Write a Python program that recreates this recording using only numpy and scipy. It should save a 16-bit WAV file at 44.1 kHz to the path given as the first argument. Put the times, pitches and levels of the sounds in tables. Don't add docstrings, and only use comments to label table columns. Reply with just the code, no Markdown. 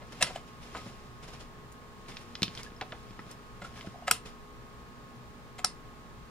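import sys
import numpy as np
from scipy import signal
from scipy.fft import rfft, irfft
from scipy.io import wavfile
from scipy.ndimage import uniform_filter1d

SR = 44100
rng = np.random.default_rng(int(sys.argv[2]) if len(sys.argv) > 2 else 0)


def invert_db(level):
    return 10 ** (np.asarray(level, dtype=float) / 20)


def transcribe(signal):
    frames = np.atleast_2d(signal).T
    limited = np.clip(frames, -1, 1)
    pcm = np.round(limited * 32767).astype(np.int16)
    wavfile.write(sys.argv[1], SR, pcm)


N = 277830
T = np.arange(N) / SR
HZ = np.maximum(np.fft.rfftfreq(N, 1 / SR), 1)


def rms_one(x):
    return x / np.sqrt(np.mean(x ** 2) + 1e-20)


def at_hz(points, hz):
    table = np.array(points)
    return np.interp(np.log(hz), np.log(table[:, 0]), table[:, 1])


def filtered(x, order, hz, kind="low"):
    return signal.sosfilt(signal.butter(order, hz, kind, fs=SR, output="sos"), x)


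def ring(force, hz, t60_s):
    radius = invert_db(-60 / (t60_s * SR))
    turn = 2 * np.pi * hz / SR
    return signal.lfilter([0, np.sin(turn)], [1, -2 * radius * np.cos(turn), radius ** 2], force + 1e-18)


def add(out, sound, start_s):
    i = max(round(start_s * SR), 0)
    out[..., i:i + sound.shape[-1]] += sound[..., :N - i]


def grains(spread_db, share, size):
    happens, sign, strength = rng.random((3, size))
    return (happens < share) * np.sign(sign - .5) * invert_db(-spread_db * np.log(1 - strength))


def rattle(t60_s, t, share=.15):
    force = grains(2.5, share, size=len(t)) * invert_db(-60 * t / t60_s)
    force[0] = 4.2
    return force


def swell(t, rise_s, fall_s):
    return np.where(t < 0, np.exp(-.5 * (t / rise_s) ** 2), np.exp(-np.maximum(t, 0) / fall_s))


def coloured(spectrum, likeness):
    mid, side = rfft(rng.standard_normal((2, N))) * invert_db(at_hz(spectrum, HZ))
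    mid = mid * np.sqrt(1 + likeness)
    side = side * np.sqrt(1 - likeness)
    return rms_one(irfft([mid + side, mid - side], N))


def off_centre(mono):
    return np.array([mono, np.roll(mono, 2)])


# frequency in Hz, level in dB per Hz.
AIR_SPECTRUM = [(12, -15.5), (26, 3), (42, -8.5), (60, -1), (85, -10.5), (125, -4), (175, -8), (240, -9),
                (330, -14.5), (800, -17.5), (1150, -17), (1900, -22), (4000, -30.5), (9000, -43.5)]
# frequency in Hz, left-right likeness from -1 to 1.
AIR_LIKENESS = [(60, 0.3), (180, 0.81), (550, 0.55), (1650, 0.039), (4970, 0.12), (15000, -0.03)]
AIR_DB = -49.5


def air():
    return invert_db(AIR_DB - 1.0) * coloured(AIR_SPECTRUM, np.clip(at_hz(AIR_LIKENESS, HZ), 0, .99))


# frequency in Hz, level in dB per Hz.
HISS_SPECTRUM = [(1000, -13.5), (4000, 2), (8000, -1), (13000, -15), (14100, -5), (15000, -42),
                 (16000, -42)]
HISS_DB = -67.5


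def hiss():
    return invert_db(HISS_DB) * coloured(HISS_SPECTRUM, 0)


# frequency in Hz, level in dB rms.
HUM_TONES = [(59.2, -64.5), (118.4, -62), (236.9, -62.5), (360.7, -70), (419.9, -63.5), (479.1, -68.5),
             (839.8, -71.5), (1200, -72.0), (13916, -96.0), (14040, -97.5), (14277, -88.0)]
# time in seconds, whine in Hz.
FAN_WHINE = [(0, 1240), (1.4, 1237.5), (2.9, 1241), (3.8, 1239.5), (4.5, 1243), (5.3, 1240), (6.3, 1241.5)]
# frequency as a share of the whine, level in dB rms.
FAN_TONES = [(0.7517, -74.5), (.874, -62), (1, -61), (1.373, -74.5)]


def hum():
    whine_cycles = np.cumsum(np.interp(T, *np.transpose(FAN_WHINE))) / SR
    tones = [(hz * T, db) for hz, db in HUM_TONES]
    tones += [(share * whine_cycles, db) for share, db in FAN_TONES]
    knots_s = np.linspace(0, T[-1], 60)
    out = np.zeros((2, N))
    for cycles, db in tones:
        wander, waver = [np.interp(T, knots_s, k) for k in rng.standard_normal((2, 60))]
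        phase = 2 * np.pi * cycles + 0.31 * wander + rng.uniform(0, 6.36)
        phase = phase + rng.normal(0, 0.32) * np.array([[1], [-1]])
        out += np.sqrt(2) * invert_db(db + 1.3 * waver) * np.sin(phase)
    return out


# time in seconds, level in dB.
STIR = [(0.0, -68.5), (0.28, -44.5), (0.44, -63), (0.61, -63.5), (0.82, -55.5), (1.04, -61.5), (1.83, -100),
        (2.01, -66), (2.54, -55), (2.62, -74), (2.92, -60), (4.23, -74), (4.4, -82)]
# peak in seconds, level in dB, fall in seconds.
BRUSHES = [(0.125, -46.5, 0.012), (.48, -56, 0.017), (.635, -53.5, 0.062), (.775, -51, 0.03),
           (1.235, -48, 0.026), (1.285, -49.5, 0.029), (1.339, -49, 0.034), (1.408, -49.5, 0.03),
           (2.090, -45.5, 0.028), (2.645, -49.5, 0.024), (3.649, -51, 0.038), (3.78, -51.5, 0.11),
           (3.865, -52, 0.0067), (4.262, -44, 0.026)]
# peak in seconds, level in dB, rise in seconds.
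DRAGS = [
    (.76, -57, .019),
    (.89, -57, 0.033),
    (2.225, -58, 0.064),
    (2.608, -45.5, 0.03),
    (3.319, -54.5, 0.024),
]
# frequency in Hz, level in dB per Hz.
CLOTH_SPECTRUM = [(150, 8), (600, 2), (1500, -1.5), (3000, -0.5), (4600, -5), (5500, -2.5), (6000, -8),
                  (6800, -7), (8000, -13.5), (9500, -12), (12000, -21), (15000, -33.5)]
# frequency in Hz, left-right likeness.
CLOTH_LIKENESS = [(500, .85), (2500, .6), (6000, .15), (9000, .05)]
BRUSH_RISE_SHARE, DRAG_STOP_S = 0.21, 0.013


def sleeve():
    level = invert_db(np.interp(T, *np.transpose(STIR), right=-90))
    for s, db, fall_s in BRUSHES:
        level = level + invert_db(db) * swell(T - s, BRUSH_RISE_SHARE * fall_s, fall_s)
    for s, db, rise_s in DRAGS:
        level = level + invert_db(db) * swell(T - s, rise_s, DRAG_STOP_S)
    catch = uniform_filter1d(abs(grains(2.5, .004, size=N)), size=60)
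    return coloured(CLOTH_SPECTRUM, at_hz(CLOTH_LIKENESS, HZ)) * level * (1 + .22 * rms_one(catch))


# frequency in Hz, level in dB at the first, second and third detent,
# level in dB when rubbed.
CASE_MODES = [(563, -26.5, -36.5, -31, -15), (734, -19, -13.5, -8, -8), (978, -13, -7.5, -28, -11.5),
              (1319, -8.5, 3.5, -4.5, -6), (1657, -4, -5.5, -13, -5.5), (2082, -7, -10.5, -13, 1),
              (2527, -7, 6, -4, -1), (2815, 5.5, 4, -14, 1.5), (3340, -1, 5.5, -6.5, 0),
              (3930, 4.5, -1, -3, 0.5), (4600, -1, 8, 8, -0.5), (5240, 9.5, 7.5, 9, -0.5),
              (5505, 10, 15, 16, -36), (5896, 8.5, 13, 6.5, -9), (7250, -18, -0.5, -6, -25.5),
              (7140, -17, -1, -15, -57), (7270, 3, 11.5, 8, 3.5), (8630, 11, 18, 10.5, -1),
              (9400, 9.5, 14, 8, -26.5), (10800, 4.5, 5.5, 7, -1), (10260, -35, 3, -20, -24.5),
              (12300, -12, 9.5, -24, -19.5), (14900, -42, -1, -23, -46)]
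# frequency in Hz, left minus right in dB.
SHADOW = [(500, -1.5), (2500, -.3), (5000, 1.5), (9000, 4.5)]
CASE_T60_S, DAMPING = .03, 1.2


def case(force, levels_db):
    out = np.zeros((2, len(force)))
    for k, (mode, db) in enumerate(zip(CASE_MODES, levels_db)):
        hz = mode[0]
        sound = ring(force, hz, CASE_T60_S * (1000 / hz) ** DAMPING) * invert_db(db) * (-1) ** k
        pan_db = at_hz(SHADOW, hz) / 2
        lag = 1 + (hz < 5500)
        out += [sound * invert_db(pan_db), np.roll(sound, lag) * invert_db(-pan_db)]
    return out


# peak in seconds, level in dB, fall in seconds,
# brightness in dB per octave.
RUBS = [(.025, -50, 0.021, -7), (0.2124, -31, 0.0056, -1.5), (.2185, -33, .005, 1.5),
        (.245, -44, 0.026, -1), (.272, -38, 0.01, -1.5), (.305, -45, 0.018, -9), (.361, -42, 0.013, -1.5),
        (.768, -45.5, 0.027, -3.5), (3.622, -44.5, 0.0093, -3.5), (3.650, -46, 0.013, -2.2),
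        (4.081, -30, 0.009, -2.5), (5.590, -39, 0.0077, -1.3)]
RUB_RISE_SHARE, RUB_LEAD_S = .62, .05


def rubs():
    out, t, modes = np.zeros((2, N)), T[:8000] - RUB_LEAD_S, np.array(CASE_MODES)
    for s, db, fall_s, tilt_db in RUBS:
        slips = grains(2.9, 0.18, size=len(t))
        levels_db = modes[:, 4] + tilt_db * np.log2(modes[:, 0] / 1000)
        steady = np.std(case(slips, levels_db))
        stroke = slips * swell(t, RUB_RISE_SHARE * fall_s, fall_s)
        sound = invert_db(db) / steady * case(stroke, levels_db)
        cut = max(round((RUB_LEAD_S - s) * SR), 0)
        add(out, sound[:, cut:], s - RUB_LEAD_S)
    return out


# start in seconds, level in dB, frequency in
# Hz, t60 in seconds.
PINGS = [(.3585, -23.5, 710, 0.019), (.3585, -32, 3010, 0.02), (0.75, -42.5, 1253, 0.28),
         (.2105, -27, 2720, .03), (.214, -25, 693, .03), (2.435, -41, 2360, 0.089), (2.438, -41, 2560, .09),
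         (2.611, -50, 2196, .12), (2.662, -43, 1692, .069), (2.763, -47, 5240, .025),
         (3.314, -49, 5244, .06), (3.313, -49, 7600, .03), (3.618, -38, 720, .04),
         (3.619, -36.5, 1400, 0.038), (3.646, -34, 1370, 0.045), (3.655, -42, 1410, .035),
         (3.098, -52, 5180, .02), (3.197, -50, 5200, .02), (3.844, -39.5, 663, 0.044),
         (3.943, -36.5, 736, 0.025), (3.957, -36, 710, 0.025), (3.986, -44, 720, 0.048),
         (4.022, -36.5, 716, 0.035), (3.785, -46, 1700, 0.056), (4.033, -55.5, 2900, 0.087)]
PING_BUILD_S = .003


def pings():
    out, t = np.zeros(N), T[:6000]
    push = (t < PING_BUILD_S) * 2 / (PING_BUILD_S * SR)
    for s, db, hz, t60_s in PINGS:
        add(out, invert_db(db) * ring(push * np.sin(2 * np.pi * hz * t), hz, t60_s), s)
    return off_centre(out)


# start in seconds, level in dB, rattle t60 in seconds,
# dull knock in dB, sharpness of contact as its upper limit in Hz.
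DETENTS = [
    (.2250, -15.5, 0.028, -40, 10500),
    (4.1114, -13, 0.016, -27.5, 15500),
    (5.6457, -17, 0.013, -21, 11300),
]
KNOCK_HZ, KNOCK_T60_S, KNOCK_AHEAD_S = 1370, 0.012, .0025
SPIT_DB, SPIT_HZ, SPIT_T60_S = -9.5, 4000, .012


def detents():
    direct, radiated, t, modes = np.zeros((2, N)), np.zeros((2, N)), T[:4000], np.array(CASE_MODES)
    click = 1. * (t == 0)
    for k, (s, db, rattle_s, knock_db, sharp_hz) in enumerate(DETENTS):
        contact_hz = min(sharp_hz, .45 * SR)
        levels_db = modes[:, 1 + k]
        snap = case(filtered(rattle(rattle_s, t, .2), 4, contact_hz), levels_db)
        snap *= invert_db(db) / np.sqrt(np.mean(snap[:, :130] ** 2))
        spit = grains(2.5, 0.78, size=len(t)) * invert_db(-60 * t / SPIT_T60_S)
        spit = filtered(filtered(spit, 2, SPIT_HZ, "high"), 4, contact_hz)
        spit *= invert_db(db + SPIT_DB) / abs(spit).max()
        add(direct, snap + spit * invert_db([[1.5], [-1.5]]), s)
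        even = case(filtered(click, 4, contact_hz), uniform_filter1d(levels_db, size=3))
        add(radiated, rms_one(even) * np.std(snap), s)
        add(direct, invert_db(knock_db) * ring(click, KNOCK_HZ, KNOCK_T60_S), s - KNOCK_AHEAD_S)
    return direct, radiated


# start in seconds, peak in dB, pitch in Hz.
TAPS = [(.2260, -30.5, 584), (0.7484, -27, 1050), (0.752, -35, 2100), (0.767, -34, 2100), (.753, -40, 480),
        (0.861, -43.5, 506), (2.1180, -38, 2520), (2.169, -26, 3450), (2.3531, -22.5, 3620),
        (2.4303, -9.5, 3850), (2.5510, -28, 4570), (2.5748, -27, 3220), (2.592, -35, 1540),
        (2.6050, -46, 5100), (2.6320, -28, 5000), (2.8111, -22, 2120), (2.815, -28.5, 815),
        (2.8133, -24.5, 3820), (2.8230, -32, 2700), (2.9218, -28.5, 2200), (2.9215, -36, 3870),
        (2.9250, -34, 840), (3.191, -33.5, 1490), (3.1915, -42, 3300), (3.3137, -33, 5400),
        (3.7585, -41, 2170), (3.8100, -30.5, 2780), (4.111, -40, 466), (5.644, -48, 450)]
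# start in seconds, peak in dB, pitch in Hz.
TICKS = [(2.0620, -43, 3000), (2.4205, -16.5, 3700), (2.4359, -27, 2470), (2.4800, -27, 3040),
         (2.6635, -43, 5030), (2.704, -42, 3800), (2.7190, -44, 1780), (3.108, -40.5, 3040),
         (3.265, -42.5, 2540), (3.618, -41, 4000), (3.871, -36, 1510)]
# frequency as a share of the pitch, level in dB, cycles to die.
TAP_MODES = [(.48, 15.5, 2.38), (.74, 13.5, 4.84), (1, 7.5, 8), (1.37, 3, 8.9), (1.75, 1, 3.9)]
RATTLE_CYCLES, RATTLE_LONGEST_S, TICK_S = 60, 0.16, 0.009
TAP_TOP_HZ, TAP_TOP_SHARE = 6400, 1.67
TAP_FOOT_SHARE = .3


def taps():
    out, t = np.zeros(N), T[:6000]
    touches = [(s, db, hz, min(RATTLE_CYCLES / hz, RATTLE_LONGEST_S)) for s, db, hz in TAPS]
    touches += [(*row, TICK_S) for row in TICKS]
    for s, db, hz, t60_s in touches:
        force = rattle(t60_s, t)
        body = np.zeros(len(t))
        for k, (ratio, mode_db, cycles) in enumerate(TAP_MODES):
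            body += invert_db(mode_db) * ring(force, hz * ratio, cycles / hz) * (-1) ** k
        body = filtered(body, 4, max(TAP_TOP_SHARE * hz, TAP_TOP_HZ))
        body = filtered(body, 2, TAP_FOOT_SHARE * hz, "high")
        add(out, invert_db(db) * body / abs(body).max(), s)
    return off_centre(out)


# start in seconds, level in dB.
THUDS = [(0.227, -33.5), (0.747, -64), (.861, -40.5), (2.4205, -26), (2.4365, -35), (2.479, -37),
         (2.5917, -50), (2.719, -44.5), (2.8104, -43), (2.821, -50), (2.9202, -43.5), (3.108, -42),
         (3.192, -43.5), (3.266, -43.5), (3.62, -42), (3.872, -33.5), (4.111, -40.5), (5.643, -43)]
# frequency in Hz, t60 in seconds, level in dB.
BENCH_MODES = [
    (114.8, 0.11, -5.5),
    (194, 0.041, 2.5),
    (296, 0.017, 4),
]


def thuds():
    out = np.zeros(N)
    blow = np.pad(np.hanning(70) / 35, (0, 6000 - 70))
    thud = sum(invert_db(db) * ring(blow, hz, t60_s) for hz, t60_s, db in BENCH_MODES)
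    thud = filtered(thud, 2, 95, "high")
    for s, db in THUDS:
        add(out, invert_db(db) * thud, s)
    return off_centre(out)


# start in seconds, peak in dB.
CRACKS = [
    (1.719, -40),
    (1.7245, -36),
    (2.4205, -27),
    (2.4305, -20.5),
    (2.551, -43),
    (2.632, -32),
    (2.8116, -35.5),
    (3.3126, -30.5),
    (3.785, -50),
]
CRACK_S = .018


def cracks():
    out, t = np.zeros(N), T[:6000]
    for s, db in CRACKS:
        crack = filtered(rattle(CRACK_S, t), 3, [6500, 12500], "band")
        add(out, invert_db(db) * crack / abs(crack).max(), s)
    return off_centre(out)


# frequency in Hz, t60 in seconds.
ROOM_T60 = [(300, 0.16), (1500, 0.23), (4000, 0.2), (9000, 0.17), (11500, 0.14), (14000, 0.055)]
ROOM_DB, BENCH_ECHO_DB, BENCH_ECHO_T60_S = -1.5, 3.5, 0.036


def room(x):
    t, edges_hz = T[:SR // 2], 200 * 2 ** np.arange(0, 6.5, .25)
    shared, *own = rng.standard_normal((3, len(t)))
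    white = .7 * shared + .7 * np.array(own)
    early = invert_db(BENCH_ECHO_DB - 60 * t / BENCH_ECHO_T60_S) * (t > .0015)
    reply = 0
    for low, high in zip(edges_hz, edges_hz[1:]):
        band = filtered(white, 2, [low, high], "band")
        t60_s = at_hz(ROOM_T60, np.sqrt(low * high))
        late = invert_db(ROOM_DB - 60 * t / t60_s) * (1 - np.exp(-t / 0.004))
        reply = reply + band * (late + early) * 0.039
    return signal.fftconvolve(x, reply, axes=1)[:, :N]


def scene():
    left, right = air() + hum() + sleeve()
    around = np.array([left, np.roll(right, 3)])
    snaps, radiated = detents()
    handling = rubs() + pings() + taps() + thuds() + cracks()
    return snaps + handling + room(radiated + handling) + around + hiss()


def low_pass(x):
    return signal.sosfilt(signal.butter(12, 16640, fs=SR, output="sos"), x)


NOTCH_HZ = [5900, 7880, 11900]
NOTCH_Q, TOP_HZ = 70, 15900


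def record(dry):
    notches = [signal.tf2sos(*signal.iirnotch(hz, NOTCH_Q, SR)) for hz in NOTCH_HZ]
    top = signal.cheby2(10, 50, TOP_HZ + 800, fs=SR, output="sos")
    mix = signal.sosfilt(np.vstack(notches + [top]), dry)
    return low_pass(mix)


dry = scene()
out = record(dry)
transcribe(out)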